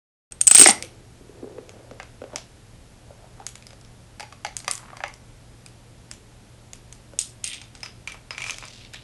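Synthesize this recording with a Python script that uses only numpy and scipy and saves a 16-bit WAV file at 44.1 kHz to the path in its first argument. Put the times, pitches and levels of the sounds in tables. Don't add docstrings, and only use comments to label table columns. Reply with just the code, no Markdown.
import sys
import numpy as np
from scipy import signal
from scipy.fft import rfft, irfft, next_fast_len
from scipy.io import wavfile

SR = 44100
rng = np.random.default_rng(int(sys.argv[2]) if len(sys.argv) > 2 else 0)


def materialize(psi):
    bounded = np.clip(np.atleast_2d(psi).T, -1, 1)
    quanta = np.round(bounded * 32767).astype(np.int16)
    wavfile.write(sys.argv[1], SR, quanta)


N = 398223
TIME = np.arange(N) / SR

# pitch in Hz, relative level in dB.
NOISE_SHAPE = [(15, -33), (25, -5.5), (92, -7), (124, -8), (145, -11.5), (221, -13), (251, -14.5),
               (284, -16.5), (532, -20), (588, -20.5), (948, -25), (1070, -27.5), (1450, -28), (10000, -35),
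               (13000, -39.5), (22000, -120)]
# pitch in Hz, fade time (seconds to drop 60 dB), relative level in dB.
ROOM_TAIL = [(200, 0.32, -2), (800, 0.28, -0.5), (2440, 0.28, 1), (4975, 0.29, -0.5), (8500, 0.2444, -2.5),
             (11506, 0.32, -1.5)]

# pitch in Hz, level in dB compared with the main ring, fade time in seconds.
DOMINO_TONES = [(251, -11.5, 0.018), (411, -9, 0.017), (775, -8.5, 0.026), (1450, -10.5, 0.011),
                (2086, -11.5, 0.0089), (2544, -12.5, .014), (5080, -18, 0.019), (6630, -12, 0.013),
                (7163, -8.5, .012), (8450, -2, 0.025), (9180, -5.5, 0.02014)]
CASE_TONES = [(262, -9.5, 0.063), (410, -9, 0.045), (505, -23, 0.027), (810, -27, 0.06), (1470, -29, 0.015)]
TABLE_TONES = [(590.5, -7.5, 0.051), (771, 0.5, 0.024), (1526, -52, .014), (2140, 5.5, 0.015),
               (3265, -27.5, 0.028), (4730, 1, 0.02), (5930, -1, 0.014), (1293, -6.5, 0.014),
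               (1720, -4, 0.02), (2450, -0.5, 0.015)]
PLASTIC_TONES = [(643, -5, 0.016), (2200, -13, 0.014), (5100, -0.5, 0.0055), (7000, 0, 0.0039),
                 (8090, -5, 0.01), (9130, -11.5, 0.023)]
TOWER_TONES = [(922, -31, 0.04), (2210, 2.5, 0.0068), (2590, -1.5, 0.01), (6100, -10, 0.0077),
               (7260, -14, 0.0059), (8950, -14, 0.027)]

# start in seconds, strength in dB, hardness in dB, pitch of the main ring in Hz.
NEAR_DOMINO_HITS = [(.321, -36, -1, 8340), (.412, -13, 3.5, 8600), (.4695, -10.5, 6.5, 8100),
                    (.4755, -4, 1.5, 8010), (.5115, -5, -1, 8090), (.515, -15, 3.5, 8070),
                    (.548, -3.5, -1, 8670), (.5535, -1, 2.5, 8350), (.577, -11.5, 1.5, 8300),
                    (.583, -6.5, -1, 8400), (.595, -2, 1.5, 8390), (.6015, -1.5, 4, 8660),
                    (.612, -1.5, -3, 8390), (.616, -8, -1.5, 8450), (.6225, -8.5, 0, 8460),
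                    (.634, -13.5, 2.5, 8200), (.64, -9.5, 2, 8300), (.668, -19.5, -1, 8650),
                    (.673, -6.5, 6, 8450), (.6865, -12.5, 5.5, 8700), (.702, -19, -1.5, 8450),
                    (.708, -16.5, 13, 8500)]
CASE_HITS = [(.595, -22.5, -5, 403), (.616, -19.5, -2, 374), (.66, -20, -4, 339), (.687, -23.5, 6, 214),
             (1.208, -46.5, -15, 394), (1.293, -42.5, -15, 396), (1.426, -34, -20, 397),
             (1.442, -34.5, -15, 393), (1.583, -34, -1.5, 442), (1.911, -39, 5.5, 515),
             (2.217, -34, 1, 529), (2.239, -35, 2, 550), (2.332, -38.5, 3, 630), (2.343, -39, -13, 600),
             (3.105, -45, -8, 575), (3.4, -42.5, 5, 773), (3.412, -50.5, 1, 804), (3.731, -46, 9, 560),
             (7.134, -45, 6, 555)]
TABLE_HITS = [(.6595, -10, -2, 1976), (.6865, -18.5, -5, 800), (1.999, -35.5, -3, 1603),
              (4.197, -37.5, 3, 684), (4.205, -35, 2.5, 825), (4.228, -38.5, -1.5, 856),
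              (4.324, -44, 1, 1105), (4.448, -27, 0, 840), (4.645, -43, 4, 824), (4.679, -23.5, 3, 1155),
              (4.93, -42, -11, 1150), (4.969, -41.5, 2.5, 1080), (5.004, -36, -8, 1660),
              (5.037, -25.5, -4.5, 1800), (5.08, -45, 6, 2180)]
SHORT_TICKS = [(.4085, -42, -1, 8850), (.8245, -30.5, 2, 2200), (1.693, -45, -5.5, 6700),
               (2.03, -45.5, -4.5, 989), (2.359, -28.5, -1.5, 5900), (3.466, -31, 2.5, 6535),
               (3.555, -42.5, -2, 6960), (3.624, -51, -2.5, 2480), (3.668, -44, 0.5, 5120),
               (3.706, -50, -6, 5020), (3.812, -55, 1.5, 5510), (3.848, -54.5, -2, 5500),
               (4.465, -37, -7, 4370), (4.567, -28.5, 5, 8590), (4.602, -44, -3, 4240),
               (4.712, -22, 6.5, 9170), (4.753, -36, 16, 5100), (4.778, -41.5, 1, 8500),
               (5.139, -47, 3, 5550), (5.662, -43.5, 2.5, 2430), (6.113, -36, 0, 7030),
               (6.733, -39.5, 0, 6700), (6.926, -43, 0.5, 6700), (8.507, -31.5, 0.5, 6170),
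               (8.543, -42, -5.5, 3290), (8.584, -38.5, 0, 2300), (8.653, -45, 3.5, 2420),
               (8.683, -44, -2, 6340), (8.936, -43, 0, 1540), (8.944, -40.5, -4, 1840)]
FAR_DOMINO_HITS = [(7.189, -20, 2.5, 8140), (7.4415, -26.5, -0.5, 9360), (7.475, -32, 3, 8700),
                   (7.488, -45, -1, 9200), (7.531, -38.5, -4, 8700), (7.542, -40, -6, 8200),
                   (7.615, -44, -11, 8850), (7.751, -46, -11, 8050), (7.805, -52.5, -10, 8400)]
TOWER_HITS = [(7.831, -33, 2.5, 5120), (7.86, -39, 1, 4970), (8.074, -31.5, 3, 2375),
              (8.12, -41, 6.5, 2310), (8.144, -42.5, -10, 2305), (8.307, -31.5, -1, 5100),
              (8.347, -42.5, -4, 2330), (8.38, -31, 1, 2420), (8.405, -37, 1, 2200),
              (8.419, -32.5, 3, 2320), (8.426, -54, -5, 2450), (8.44, -33, 1.5, 2440),
              (8.464, -35.5, -4, 2460), (8.483, -38.5, 1, 5100), (8.496, -30, 2.5, 2450),
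              (8.625, -39.5, -10, 2510), (8.638, -40.5, -9, 2370)]

# start, rise and fall in seconds, level in dB, pitch of the surface in Hz.
RUMBLES = [(.57, 0.032, 0.37, -37, 355), (.72, .12, 0.027, -42.5, 388), (1.16, 0.32, 0.5, -44, 390),
           (1.62, 0.17, .55, -50.5, 520), (2.23, 0.13, .06, -44, 670), (3.03, 0.065, .14, -53.5, 620),
           (3.14, 0.099, 0.099, -51.5, 606), (3.33, .09, 0.039, -48.5, 790), (3.5, .25, 0.94, -70, 627),
           (4.35, 0.55, 0.18, -47.5, 1030), (5.039, 0.011, .08, -42, 1100)]
# start, rise, hold and fall in seconds,
# level in dB, top of the chatter in Hz.
JOSTLES = [(.5, 0.069, 0.13, 0.023, -19, 8500), (7.432, 0.012, 0.093, 0.12, -38.5, 3670),
           (8.336, 0.12, 0.04, .2, -42.5, 7500), (8.551, 0.064, 0.16, .1, -49, 5240),
           (8.781, 0.031, 0.042, .07, -48, 4430), (8.926, 0.015, .012, .09, -40.5, 3800)]

RANGE_EDGES_HZ = [180, 1200, 3000, 6500, 12000]
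RANGE_FILTERS = [signal.butter(4, edges, "band", fs=SR, output="sos")
                 for edges in zip(RANGE_EDGES_HZ, RANGE_EDGES_HZ[1:])]
NEAR_COLOUR, FAR_COLOUR = (-23.5, -13, -8.5, 0.5), (-31, -13, 3, 3)
CASE_COLOUR, TABLE_COLOUR = (-0.5, -11.5, -25, -39), (2, 4.5, 0, -7)
TICK_COLOUR, TOWER_COLOUR = (-13, -4.5, 0, -2), (-4, 2, -1.5, -11)


def gain(db):
    return 10 ** (np.asarray(db) / 20)


def normalize(sound):
    return sound / np.sqrt(np.mean(sound ** 2) + 1e-20)


def read_curve(hz, points_hz, values):
    return np.interp(np.log(hz + 1), np.log(points_hz), values)


def add(mix, start_s, sound):
    part = mix[round(start_s * SR):][:len(sound)]
    part += sound[:len(part)]


def background(noise_db=-49.5, hum_hz=117.2, hum_db=-55):
    size = next_fast_len(N)
    hz = np.fft.rfftfreq(size, 1 / SR)
    shape = gain(read_curve(hz, *np.transpose(NOISE_SHAPE)))
    noise = irfft(rfft(rng.standard_normal(size)) * shape, size)[:N]
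    hum = np.sin(2 * np.pi * hum_hz * TIME)
    return gain(noise_db) * normalize(noise) + gain(hum_db) * normalize(hum)


def room(sound, build_s=0.0011, ceiling_s=0.024, ceiling_db=-9):
    hz, t, spectrum = signal.stft(rng.standard_normal(SR // 2), SR, nperseg=256)
    fade_s, db = (read_curve(hz, np.transpose(ROOM_TAIL)[0], column)[:, None]
                  for column in np.transpose(ROOM_TAIL)[1:])
    tail = signal.istft(spectrum * gain(db - 60 * t / fade_s), SR, nperseg=256)[1]
    tail *= 1 - np.exp(-(TIME[:len(tail)] / build_s) ** 2)
    tail /= np.linalg.norm(tail)
    tail[round(ceiling_s * SR)] += gain(ceiling_db)
    return signal.oaconvolve(sound, tail)[:N]


def swell(rise_s, hold_s, fall_s, depth_db=21):
    t = np.arange(0, rise_s + hold_s + 2 * fall_s, 1 / SR)
    rising = np.maximum(1 - t / rise_s, 0)
    falling = np.maximum(t - rise_s - hold_s, 0) / fall_s
    return gain(-depth_db * (rising + falling))


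def resonate(sound, hz, width_hz):
    turn = np.exp(2j * np.pi * np.cumsum(np.full(len(sound), hz)) / SR)
    decay = np.exp(-np.pi * width_hz / SR)
    return 2 * (turn * signal.lfilter([1 - decay], [1, -decay], sound / turn + 1e-18)).real


def strike(tones, crack_db, crack_fade_s, scuff, contact_s=0.0003, detune=0.012, scatter_db=2):
    t = TIME[:2560]
    hz, db, fade_s = np.transpose(tones)[:, :, None]
    pitch_shift, level_shift, phase = rng.standard_normal((3, len(tones), 1))
    pitch_shift[0] = level_shift[0] = 0
    waves = np.sin(2 * np.pi * hz * (1 + detune * pitch_shift) * t + np.pi * phase)
    rings = gain(db + scatter_db * level_shift - 60 * t / fade_s) * waves
    press = 1 - np.exp(-t / contact_s)
    burst = press * gain(crack_db - 60 * t / crack_fade_s) * rng.standard_normal(len(t))
    snap = np.linalg.norm(burst) * signal.unit_impulse(len(t), round(contact_s * SR))
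    return press * rings.sum(0) + np.sqrt(scuff) * burst + np.sqrt(1 - scuff) * snap


def range_levels(strength_db, hardness_db, ring_hz, colour, ring_lift_db=4):
    step = np.arange(len(colour))
    holds_ring = step == np.searchsorted(RANGE_EDGES_HZ, ring_hz) - 1
    db = np.array(colour) + hardness_db * step + ring_lift_db * holds_ring
    return strength_db + db - 20 * np.log10(np.linalg.norm(gain(db)))


def play_hits(rows, tones, colour, ring_fade_s, damping, crack_db, crack_fade_s, scuff, contact_s,
              room_db, room_crack_db, band_hz):
    direct, to_room = np.zeros((2, N))
    attack = round(SR * 0.01)
    band = signal.butter(3, band_hz, "band", fs=SR, output="sos")
    for start_s, strength_db, hardness_db, ring_hz in rows:
        body = [(ring_hz, 0, ring_fade_s / (ring_hz / 1000) ** damping)] + tones
        facing = strike(body, crack_db, crack_fade_s, scuff, contact_s)
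        all_round = strike(body, crack_db + room_crack_db, crack_fade_s, 0, contact_s)
        pair = signal.sosfilt(band, [facing, all_round])
        parts = [signal.sosfilt(sos, pair) for sos in RANGE_FILTERS]
        parts = [part / np.std(part[:, :attack], axis=1, keepdims=True) for part in parts]
        levels = range_levels(strength_db, hardness_db, ring_hz, colour)
        hit = sum(gain(db) * part for db, part in zip(levels, parts))
        add(direct, start_s, hit[0])
        add(to_room, start_s, hit[1])
    return direct + gain(room_db) * room(to_room)


def jostling_pieces(clicks_per_s=1100, kinds=6, low_hz=2200):
    out = np.zeros(N)
    for start_s, rise_s, hold_s, fall_s, db, top_hz in JOSTLES:
        motion = swell(rise_s, hold_s, fall_s)[:SR]
        touches = rng.standard_normal((kinds, SR)) * (rng.random((kinds, SR)) < clicks_per_s / kinds / SR)
        chatter = np.zeros(len(motion))
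        for taps in touches:
            click = strike(PLASTIC_TONES, crack_db=4.2, crack_fade_s=0.013, scuff=0.4, detune=0.16)
            add(chatter, 0, signal.oaconvolve(taps[:len(motion)], click))
        band = signal.butter(2, [low_hz, top_hz], "band", fs=SR, output="sos")
        add(out, start_s, gain(db) * motion * normalize(signal.sosfilt(band, chatter)))
    return out


def surface_rumbles(bumps_per_s=700, width_share=0.45, grit_db=-22, grit_hz=380):
    out = np.zeros(N)
    for start_s, rise_s, fall_s, db, hz in RUMBLES:
        motion = swell(rise_s, 0, fall_s)[:3 * SR]
        bumps = (rng.standard_normal(3 * SR) * (rng.random(3 * SR) < bumps_per_s / SR))[:len(motion)]
        body = normalize(resonate(resonate(bumps, hz, width_share * hz), hz, 2 * width_share * hz))
        grit = normalize(resonate(resonate(bumps, 1.12 * hz, 1400), 1.3 * hz, 1800))
        grit *= (hz / grit_hz) ** 3 * gain(grit_db)
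        add(out, start_s, gain(db) * motion * normalize(body + grit))
    return out


def short_ticks():
    return play_hits(SHORT_TICKS, PLASTIC_TONES, TICK_COLOUR, ring_fade_s=0.00922, damping=0,
                     crack_db=6, crack_fade_s=0.0051, scuff=1, contact_s=0.00018,
                     room_db=-8, room_crack_db=7, band_hz=(501, 10500))


def case_bumps():
    return play_hits(CASE_HITS, CASE_TONES, CASE_COLOUR, ring_fade_s=0.028, damping=0.42,
                     crack_db=-23, crack_fade_s=0.021, scuff=0.51, contact_s=0.00061,
                     room_db=-8.5, room_crack_db=-4, band_hz=(217, 6000))


def table_knocks():
    return play_hits(TABLE_HITS, TABLE_TONES, TABLE_COLOUR, ring_fade_s=0.034, damping=0.84,
                     crack_db=8, crack_fade_s=0.017, scuff=0.99, contact_s=0.0002,
                     room_db=-7, room_crack_db=1.5, band_hz=(520, 10100))


def falling_tower():
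    return play_hits(TOWER_HITS, TOWER_TONES, TOWER_COLOUR, ring_fade_s=0.029, damping=0,
                     crack_db=-10, crack_fade_s=0.02, scuff=1, contact_s=0.00018,
                     room_db=-5, room_crack_db=15.5, band_hz=(472, 10800))


def far_dominoes():
    return play_hits(FAR_DOMINO_HITS, DOMINO_TONES, FAR_COLOUR, ring_fade_s=0.073, damping=0.57,
                     crack_db=9.5, crack_fade_s=0.0064, scuff=1, contact_s=0.0008,
                     room_db=-3, room_crack_db=2.5, band_hz=(496, 10170))


def near_dominoes():
    return play_hits(NEAR_DOMINO_HITS, DOMINO_TONES, NEAR_COLOUR, ring_fade_s=0.078, damping=0.557,
                     crack_db=-4, crack_fade_s=0.016, scuff=0.88, contact_s=0.00033,
                     room_db=-14.5, room_crack_db=5.5, band_hz=(166.4, 9320))


def scene(room_db=-13.5):
    hits = near_dominoes() + far_dominoes() + case_bumps() + table_knocks()
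    hits += short_ticks() + falling_tower()
    movement = surface_rumbles() + jostling_pieces()
    return (hits + movement + gain(room_db) * room(movement) + background())[None]


def record(dry, silent_s=0.31, overload=0.92, top_hz=11750):
    clipped = np.clip(dry * (TIME > silent_s), -overload, overload)
    treble_cut = signal.firwin(161, top_hz, window=("kaiser", 7), fs=SR)
    return signal.oaconvolve(clipped, treble_cut[None], "same")


dry = scene()
out = record(dry)
materialize(out)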